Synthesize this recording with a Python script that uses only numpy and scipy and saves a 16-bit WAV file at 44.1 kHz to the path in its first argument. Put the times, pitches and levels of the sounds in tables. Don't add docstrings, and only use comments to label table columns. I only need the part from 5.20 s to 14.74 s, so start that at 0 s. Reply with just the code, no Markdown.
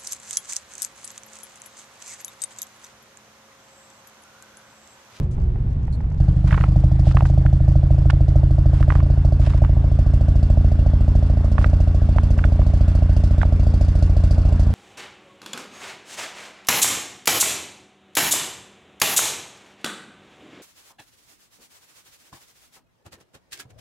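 import sys
import numpy as np
from scipy import signal
from scipy.io import wavfile
from scipy.ndimage import uniform_filter1d

SR = 44100
rng = np.random.default_rng(int(sys.argv[2]) if len(sys.argv) > 2 else 0)


def to_wav(s):
    ch = np.atleast_2d(s).T
    pcm = np.round(np.clip(ch, -1, 1) * 32767)
    wavfile.write(sys.argv[1], SR, pcm.astype(np.int16))


def boost_factor(decibels):
    exponent = np.asarray(decibels, float) / 20
    return 10 ** exponent


N = 420706
CUT_S = 0.998

# time_s, place (0 beside the outlet, 1 a few steps back)
CAMERA_PLACE = [
    (2.05, 0),
    (3, .4),
    (4.05, .69),
    (5.25, .9),
    (6.5, .98),
    (9.6, 1),
]
# hz, likeness
STREET_LIKENESS = [(300, 1), (700, 0.65), (1300, 0.43), (2300, -0.082), (4000, 0.68), (7000, -0.16),
                   (11000, 0.53)]


def evened(x):
    return x / np.sqrt(np.mean(x ** 2) + 1e-20)


def along(rows):
    s, *columns = np.transpose(rows)
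    return [np.interp(np.arange(N) / SR, s, c) for c in columns]


def add(mix, start_s, sound):
    part = mix[:, round(start_s * SR):][:, :sound.shape[1]]
    part += sound[:, :part.shape[1]]


def resonate(x, hz, width_hz):
    pole = np.exp((2j * hz - width_hz) * np.pi / SR)
    return 2 * signal.lfilter([1 - abs(pole)], [1, -pole], x).real


def panned(x, left_right_db):
    return x * boost_factor(np.array([[left_right_db], [-left_right_db]]) / 2)


def noise(colour, likeness, patchy_db, size=1024):
    hz = np.fft.rfftfreq(size, 1 / SR)

    def read(rows):
        rows_hz, values = np.transpose(rows)
        return np.interp(np.log(hz + 1), np.log(rows_hz + 1), values)[:, None]

    a, b, c, d, patches = rng.standard_normal((N * 4 // size + 5, len(hz), 5)).T
    patches = uniform_filter1d(patches, size=9, axis=0)
    patches = evened(uniform_filter1d(patches, size=9, axis=1))
    like = np.clip(read(likeness), -1, 1)
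    left = a + 1j * b
    right = like * left + np.sqrt(1 - like ** 2) * (c + 1j * d)
    z = np.array([left, right]) * boost_factor(read(colour) + patchy_db * patches)
    return evened(signal.istft(z, nperseg=size, noverlap=size * 3 // 4)[1][:, :N])


def heard(levels_db, swing_db=0, warm_db_per_s=0):
    swing_s, warm_s = 1, 3.2
    t = np.arange(N) / SR
    near_db, far_db = levels_db
    level_db = near_db + (far_db - near_db) * along(CAMERA_PLACE)[0]
    level_db = level_db + swing_db * np.clip(1 - (t - CUT_S) / swing_s, 0, 1)
    return level_db + warm_db_per_s * np.maximum(t - warm_s, 0)


def firings(weak_share, uneven_db, draw):
    # time_s, crank_turns_per_s
    idle = [(1.0, 12.497), (1.35, 12.486), (1.79, 13.02), (2.25, 13.105), (2.75, 13.343), (3.26, 13.264),
            (3.78, 13.609), (4.32, 13.446), (4.88, 13.604), (5.44, 13.876), (6.01, 13.689), (6.59, 14.017),
            (7.18, 13.866), (7.77, 14.01), (8.38, 13.914), (8.98, 14.11), (9.6, 13.79)]
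    first_strong_s, lead_s, weak_at_turn = 1.0096, 0.00795, 0.494
    s = np.arange(N) / SR
    turns = np.cumsum(along(idle)[0]) / SR
    turns = turns - np.interp(first_strong_s - lead_s, s, turns)
    count = np.arange(2 * int(turns[-1]) + 1)
    at = np.interp(count // 2 + weak_at_turn * (count % 2), turns, s) * SR
    train = np.zeros(N)
    train[at.astype(int)] = np.where(count % 2, weak_share, 1) * boost_factor(uneven_db * draw[:len(at)])
    return train


def pipe_boom(draw):
    # ring_hz, width_hz, signed strength_near, signed strength_far
    pipe_modes = [(25.2, 20.1, 0.069, 0.039), (41.9, 6.0, -0.31, -0.199), (59.6, 15.8, 0.092, 0.108),
                  (86.1, 10.8, 0.39, 0.168), (127.7, 28.4, 0.597, 0.148), (139.9, 23.0, -0.636, -0.114),
                  (172.1, 19.5, -0.394, 0.119), (176.0, 20.4, 0.366, -0.151), (221.1, 6.0, 0.002, -0.014),
                  (244.3, 8.8, -0.003, -0.004), (273.5, 11.6, 0.006, -0.016), (307.5, 25.7, -0.181, -0.02),
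                  (313.1, 24.8, 0.168, 0.034), (365.9, 32.9, 0.007, 0.006)]
    upper_hz, abreast_db = 200, 3.1
    place = along(CAMERA_PLACE)[0]
    t = np.arange(SR // 2) / SR
    upper_db = heard((0.1, 1.5)) + abreast_db * np.sin(np.pi * place) ** 2
    port_opening = np.hanning(91) / 45
    fired = signal.oaconvolve(firings(0.527, 0.8, draw[0]), port_opening, "same")
    boom = np.zeros(N)
    for hz, width_hz, near, far in pipe_modes:
        ring = np.exp(-np.pi * width_hz * t) * np.sin(2 * np.pi * hz * t)
        strength = (near + place * (far - near)) * boost_factor(upper_db * (hz > upper_hz))
        boom += strength * signal.fftconvolve(fired, ring)[:N]
    return boost_factor(heard((2.5, 6), -1.7)) * boom


def tip_pop(draw):
    # ring_hz, width_hz, level_db
    tip_rings = [(582, 87, 6), (695, 650, -10.5), (940, 130, -6)]
    # ring_hz, width_hz, level_db
    near_hz, near_width_hz, near_db = (800, 100, 1.5)
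    echo_s, echo_near, echo_far = 0.002865, 0.39, 0.096
    place = along(CAMERA_PLACE)[0]
    gust = np.hanning(260) * np.cos(2 * np.pi * 650 * (np.arange(260) - 130) / SR)
    pop, pushes = 0, []
    for k, (hz, width_hz, db) in enumerate(tip_rings):
        train = firings(0.33, 1.5, draw[0] + 1.3 * np.roll(draw[1], 50 * k))
        pushes.append(np.roll(signal.oaconvolve(train, gust)[:N], -122))
        pop = pop + boost_factor(db) * resonate(pushes[-1], hz, width_hz)
    pop = pop + (1 - place) ** 2 * boost_factor(near_db) * resonate(pushes[-1], near_hz, near_width_hz)
    pop = pop + (echo_near + place * (echo_far - echo_near)) * np.roll(pop, round(echo_s * SR))
    pop = signal.sosfilt(signal.butter(3, 500, "high", fs=SR, output="sos"), pop)
    return pop * boost_factor(heard((-25, -25), -9) - 13) / np.sqrt(np.mean(pop[SR:] ** 2))


def puffs(train):
    t = np.arange(SR // 2) / SR
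    puff = (1 - np.exp(-t / 0.00034)) * np.exp(-t / 0.018)
    return signal.oaconvolve(train, puff)[:N]


def gas_jet(draw):
    # hz, db_per_hz
    jet_colour = [(1470, -21.5), (2500, -6.5), (2760, -15.5), (4060, -9), (4540, -2.5), (8700, -11),
                  (12000, -13), (15600, -70), (22000, -120)]
    blow = evened(puffs(firings(0.45, 4.0, np.clip(draw[2] + 0.5 * draw[0], -2, 1.6))))
    return blow * noise(jet_colour, STREET_LIKENESS, 0.9, size=256)


def heat_shield():
    # ring_hz, width_hz, level_db
    shield_rings = [(2770, 58, 1.5), (3500, 140, -5.5), (4550, 620, -4.5), (5270, 22, -0.5),
                    (6160, 240, -12), (7530, 330, -12.5)]
    shaken = rng.standard_normal((2, N))
    shaken = shaken[0] + 0.86 * shaken
    draws = np.clip(rng.standard_normal((400, len(shield_rings))).T, -2, 1.8)
    buzz = np.zeros((2, N))
    for draw, (hz, width_hz, db) in zip(draws, shield_rings):
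        buzz += boost_factor(db) * resonate(puffs(firings(0.41, 4.4, draw)) * shaken, hz, width_hz)
    return evened(buzz)


def exhaust():
    draw = rng.standard_normal((400, 3)).T
    hiss_db = heard((-58.5, -60.5), -1, 1.39)
    hiss = boost_factor(hiss_db) * (gas_jet(draw) + boost_factor(-2.5) * heat_shield())
    return panned(pipe_boom(draw) + tip_pop(draw), -0.55) + hiss


def engine_bay():
    # hz, db_per_hz
    wash_colour = [(120, -21.5), (200, -3.5), (297, -22.5), (358, -15), (471, -17), (620, -16), (858, -21),
                   (1510, -24.5), (2400, -31), (2750, -33), (3210, -34), (5270, -42), (12000, -53.5),
                   (15600, -92), (22000, -120)]
    # pitch_hz, level_db
    whines = [(412, -53.5), (1150, -64), (1450, -64), (1620, -68), (2740, -69.5), (3470, -72), (5215, -74),
              (5533, -85)]
    wander = uniform_filter1d(rng.standard_normal((len(whines), N)), size=9000) * 60
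    whine = np.zeros(N)
    for (hz, db), w in zip(whines, wander):
        phase = 2 * np.pi * np.cumsum(hz * (1 + 0.0043 * w)) / SR
        whine += boost_factor(db + 1.3 * w) * np.sin(phase)
    whine *= 0.41 + 1.45 * along(CAMERA_PLACE)[0]
    flutter_colour = [(15, -15.5), (40, 4.0), (150, -4.0), (330, -24), (500, -51.5)]
    flutter = boost_factor(-32.5) * noise(flutter_colour, [(20, 0.39), (300, 0.95)], 0.7, size=2048)
    wash = boost_factor(heard((-42.5, -42), 0, 0.64)) * noise(wash_colour, STREET_LIKENESS, 1.8)
    return wash + flutter + panned(whine, 1.7)


def snaps(events, body, tail_db, edge_db):
    out, t = np.zeros((2, N)), np.arange(2600) / SR
    lowpass = signal.butter(4, 3300, "low", fs=SR, output="sos")
    shapes = rng.standard_normal((len(events), 3, len(t)))
    for (start_s, db, pan_db, hz, ms), (a, b, c) in zip(events, shapes):
        decay = np.exp(-(1000 * t / ms) ** 2) + boost_factor(tail_db) * np.exp(-t / 0.005)
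        burst = np.minimum(t / 0.0019, 1) * decay
        crack = 0.5 * a * burst + 3.57 * (np.arange(len(t)) == 30)
        low = np.zeros(len(t))
        for k, width_hz, gain_db in body:
            low += boost_factor(gain_db) * resonate(resonate(crack, k * hz, width_hz), k * hz, width_hz)
        low = panned(signal.sosfilt(lowpass, low), pan_db)
        edge = resonate(resonate(np.array([b, c]) * burst, 6000, 5000), 6000, 5000)
        low_part = boost_factor(db) * low / abs(low.mean(0)).max()
        edge_part = boost_factor(edge_db) * panned(edge, 0.4 * pan_db) / abs(edge).max()
        add(out, start_s, low_part + edge_part)
    return out


def boots():
    # start_s, peak_db, ring_hz, length_ms
    crust_snaps = [(1.308, -20.5, 1660, 7.1), (1.326, -17.5, 1280, 5.6), (1.3428, -16.5, 1290, 5.2),
                   (1.376, -16.5, 851, 6.8), (1.3844, -26, 1100, 1.8), (1.4097, -19.5, 1300, 2.9),
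                   (1.438, -14.5, 870, 4.1), (1.912, -25.5, 1220, 5.1), (1.9697, -8, 890, 2.5),
                   (2.007, -12, 872, 2), (2.0532, -20.5, 930, 7.6), (2.2615, -22, 1400, 3.8),
                   (2.8997, -13, 1120, 3.2), (3.627, -20.5, 1470, 3.6), (3.703, -10, 1260, 2.7),
                   (3.722, -14.5, 850, 1.9), (3.752, -19, 920, 8.2), (3.802, -23, 844, 3.6),
                   (4.334, -28, 988, 3.3), (4.438, -23.5, 840, 4.4), (4.447, -22, 1080, 3.4),
                   (6.3808, -12, 1140, 4.1), (6.4137, -21.5, 931, 1.4), (6.4427, -10.5, 1040, 3.8),
                   (6.984, -11, 935, 2), (7.1872, -23, 1330, 7.7), (7.2398, -14.5, 1350, 5),
                   (7.417, -23, 845, 1.9), (8.2146, -17, 1500, 3), (8.231, -12.5, 860, 2.7)]
    # multiple of ring_hz, width_hz, level_db
    crust_body = [(0.55, 580, 13), (1.0, 920, 31), (1.7, 1240, 6)]
    near_db, far_db = -7.5, -17.5
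    pan_db = near_db + (far_db - near_db) * along(CAMERA_PLACE)[0]
    events = [(s, db, pan_db[int(s * SR)], hz, ms) for s, db, hz, ms in crust_snaps]
    return snaps(events, crust_body, -16, -45.5)


def crunch():
    # start_s, length_s, level_db, centre_hz
    packings = [(1.243, 0.14, -40, 1900), (1.343, 0.15, -43, 1800), (1.831, 0.12, -44.5, 3500),
                (1.94, 0.12, -44.5, 1500), (2.039, 0.081, -47, 6000), (2.9, 0.013, -30.5, 2310),
                (3.494, 0.18, -44, 1600), (3.655, 0.17, -43, 1600), (4.185, .15, -41.5, 2200),
                (4.292, 0.093, -46.5, 1600), (4.372, 0.017, -41, 1500), (1.273, .008, -43, 1800),
                (6.375, 0.11, -42.5, 1800), (7.167, .1, -58, 1600), (8.214, 0.022, -36.5, 1600)]
    # hz, db_per_hz
    grit_colour = [(300, -27), (800, 7.5), (2000, -5.5), (5000, -5), (10000, -10), (14000, -55)]
    breaks = rng.random(N) < 1500 / SR
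    grains = boost_factor(2.2 * np.minimum(rng.exponential(1, N), 4)) * breaks
    grains = evened(signal.oaconvolve(grains, np.exp(-np.arange(300) / 60.0))[:N])
    grit = grains * noise(grit_colour, [(500, 0.63), (8000, 0.18)], 1.0, size=256)
    out = np.zeros((2, N))
    for start_s, length_s, db, hz in packings:
        part = grit[:, round(start_s * SR):round((start_s + length_s) * SR)]
        part = evened(resonate(part, hz, 0.75 * hz) + 0.25 * part)
        add(out, start_s, boost_factor(db) * part * signal.windows.tukey(part.shape[1], 0.7))
    return panned(out, -3)


def cabin_rumble():
    # hz, db_per_hz
    rumble_colour = [(12, -26.5), (30, 7.5), (48, -0.5), (68, 7), (92, -4), (130, 0), (160, -10.5),
                     (215, -15), (275, -25), (360, -26.5), (550, -32), (850, -35.5), (2050, -48.5),
                     (4340, -59), (9430, -68.5), (12000, -91)]
    # time_s, level_db
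    rumble_level = [(0, -13.5), (.1, -22.5), (.2, -18), (.3, -19), (.5, -19), (.75, -19.5), (.9, -19.5),
                    (1, -20.5)]
    # hz, likeness
    rumble_likeness = [(60, 0.99), (130, 1.0), (290, 1), (640, -0.023), (1410, -0.45), (3100, 0.15),
                       (6820, 0.078), (15000, 0.41)]
    # time_s, pitch_hz, level_db
    hum = [(0, 365, -45), (.35, 362, -43), (.5, 351, -59), (1, 349, -66)]
    rumble = panned(noise(rumble_colour, rumble_likeness, 0.31, size=2048), -0.55)
    hz, db = along(hum)
    return boost_factor(along(rumble_level)[0]) * rumble + boost_factor(db) * np.sin(2 * np.pi * np.cumsum(hz) / SR)


def trim_rattles():
    # start_s, peak_db, left_right_db
    rattles = [(0.039, -47, -8), (0.179, -38, -4), (0.239, -53, -10), (0.357, -33.5, -3), (0.533, -50, 4),
               (0.626, -55, -6), (0.678, -31.5, -12), (0.804, -32, -9), (0.84, -38, -4), (0.901, -52, -6),
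               (0.914, -38, 1), (0.944, -41, -2.5)]
    ring_hz, length_ms = 785, 3.5
    events = [(*row, ring_hz, length_ms) for row in rattles]
    return snaps(events, [(1.0, 353, 15), (1.8, 900, 2)], -7.5, -62.5)


def rubs_and_ticks():
    # start_s, length_s, level_db, centre_hz, width_hz
    rub_bursts = [(0.108, .05, -52, 6500, 7000), (0.724, .035, -49, 4250, 500),
                  (0.721, .045, -53, 8300, 4000), (0.029, .025, -55, 5450, 7000),
                  (0.502, .02, -59, 5500, 5000), (.975, .03, -56, 4000, 5000)]
    tick_starts = [.2, .218, .238, .53, .63, .652, .671, .811, .902, .922, .945]
    # length_s, level_db, centre_hz, width_hz
    tick = (.0042, -53, 5600, 5000)
    out = np.zeros((2, N))
    for start_s, length_s, db, hz, width_hz in list(rub_bursts) + [(s, *tick) for s in tick_starts]:
        rub = resonate(resonate(rng.standard_normal((2, 4000)), hz, width_hz), hz, width_hz)
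        rub = rub[:, :int(length_s * SR)]
        shape = np.linspace(1, 0.3, rub.shape[1]) * signal.windows.tukey(rub.shape[1], 0.2)
        add(out, start_s, boost_factor(db) * evened(rub) * shape)
    return out


def cabin():
    return cabin_rumble() + trim_rattles() + rubs_and_ticks()


def scene():
    street = exhaust() + engine_bay() + boots() + crunch()
    fade = np.clip((np.arange(N) / SR - CUT_S) / 0.0073 + 0.5, 0, 1)
    return (1 - fade) * cabin() + fade * street


def low_pass(x):
    return signal.sosfilt(signal.butter(12, 15820, fs=SR, output="sos"), x)


def record(dry):
    lowpass = signal.firwin2(255, [0, 10100, 10600, 16000, SR / 2], [0.96, 0.58, 0.058, 0.012, 0.016], fs=SR)
    x = signal.oaconvolve(np.pad(dry, ((0, 0), (127, 127)), "reflect"), lowpass[None], "valid")
    deep = np.minimum(dry.mean(0), 0) ** 6
    swing = np.tanh(1.4 * evened(uniform_filter1d(deep, size=520)))
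    ticking = np.arange(N) % round(SR / 375) == 0
    spits = ticking * rng.choice([-1.4, -0.7, 0.7, 1.4], N) + 0.04 * rng.standard_normal(N)
    top = signal.firwin2(255, [0, 10300, 10700, 15000, 16500, SR / 2], [0.08, 0, 1, 0.65, 0.12, 0.027], fs=SR)
    x = x + boost_factor(-41.5) * signal.oaconvolve(swing * spits, top, "same")
    over = np.maximum(abs(x) - 0.68, 0)
    x = x - np.sign(x) * (over - 0.27 * np.tanh(over / 0.27))
    return low_pass(x)


dry = scene()
out = record(dry)
to_wav(out)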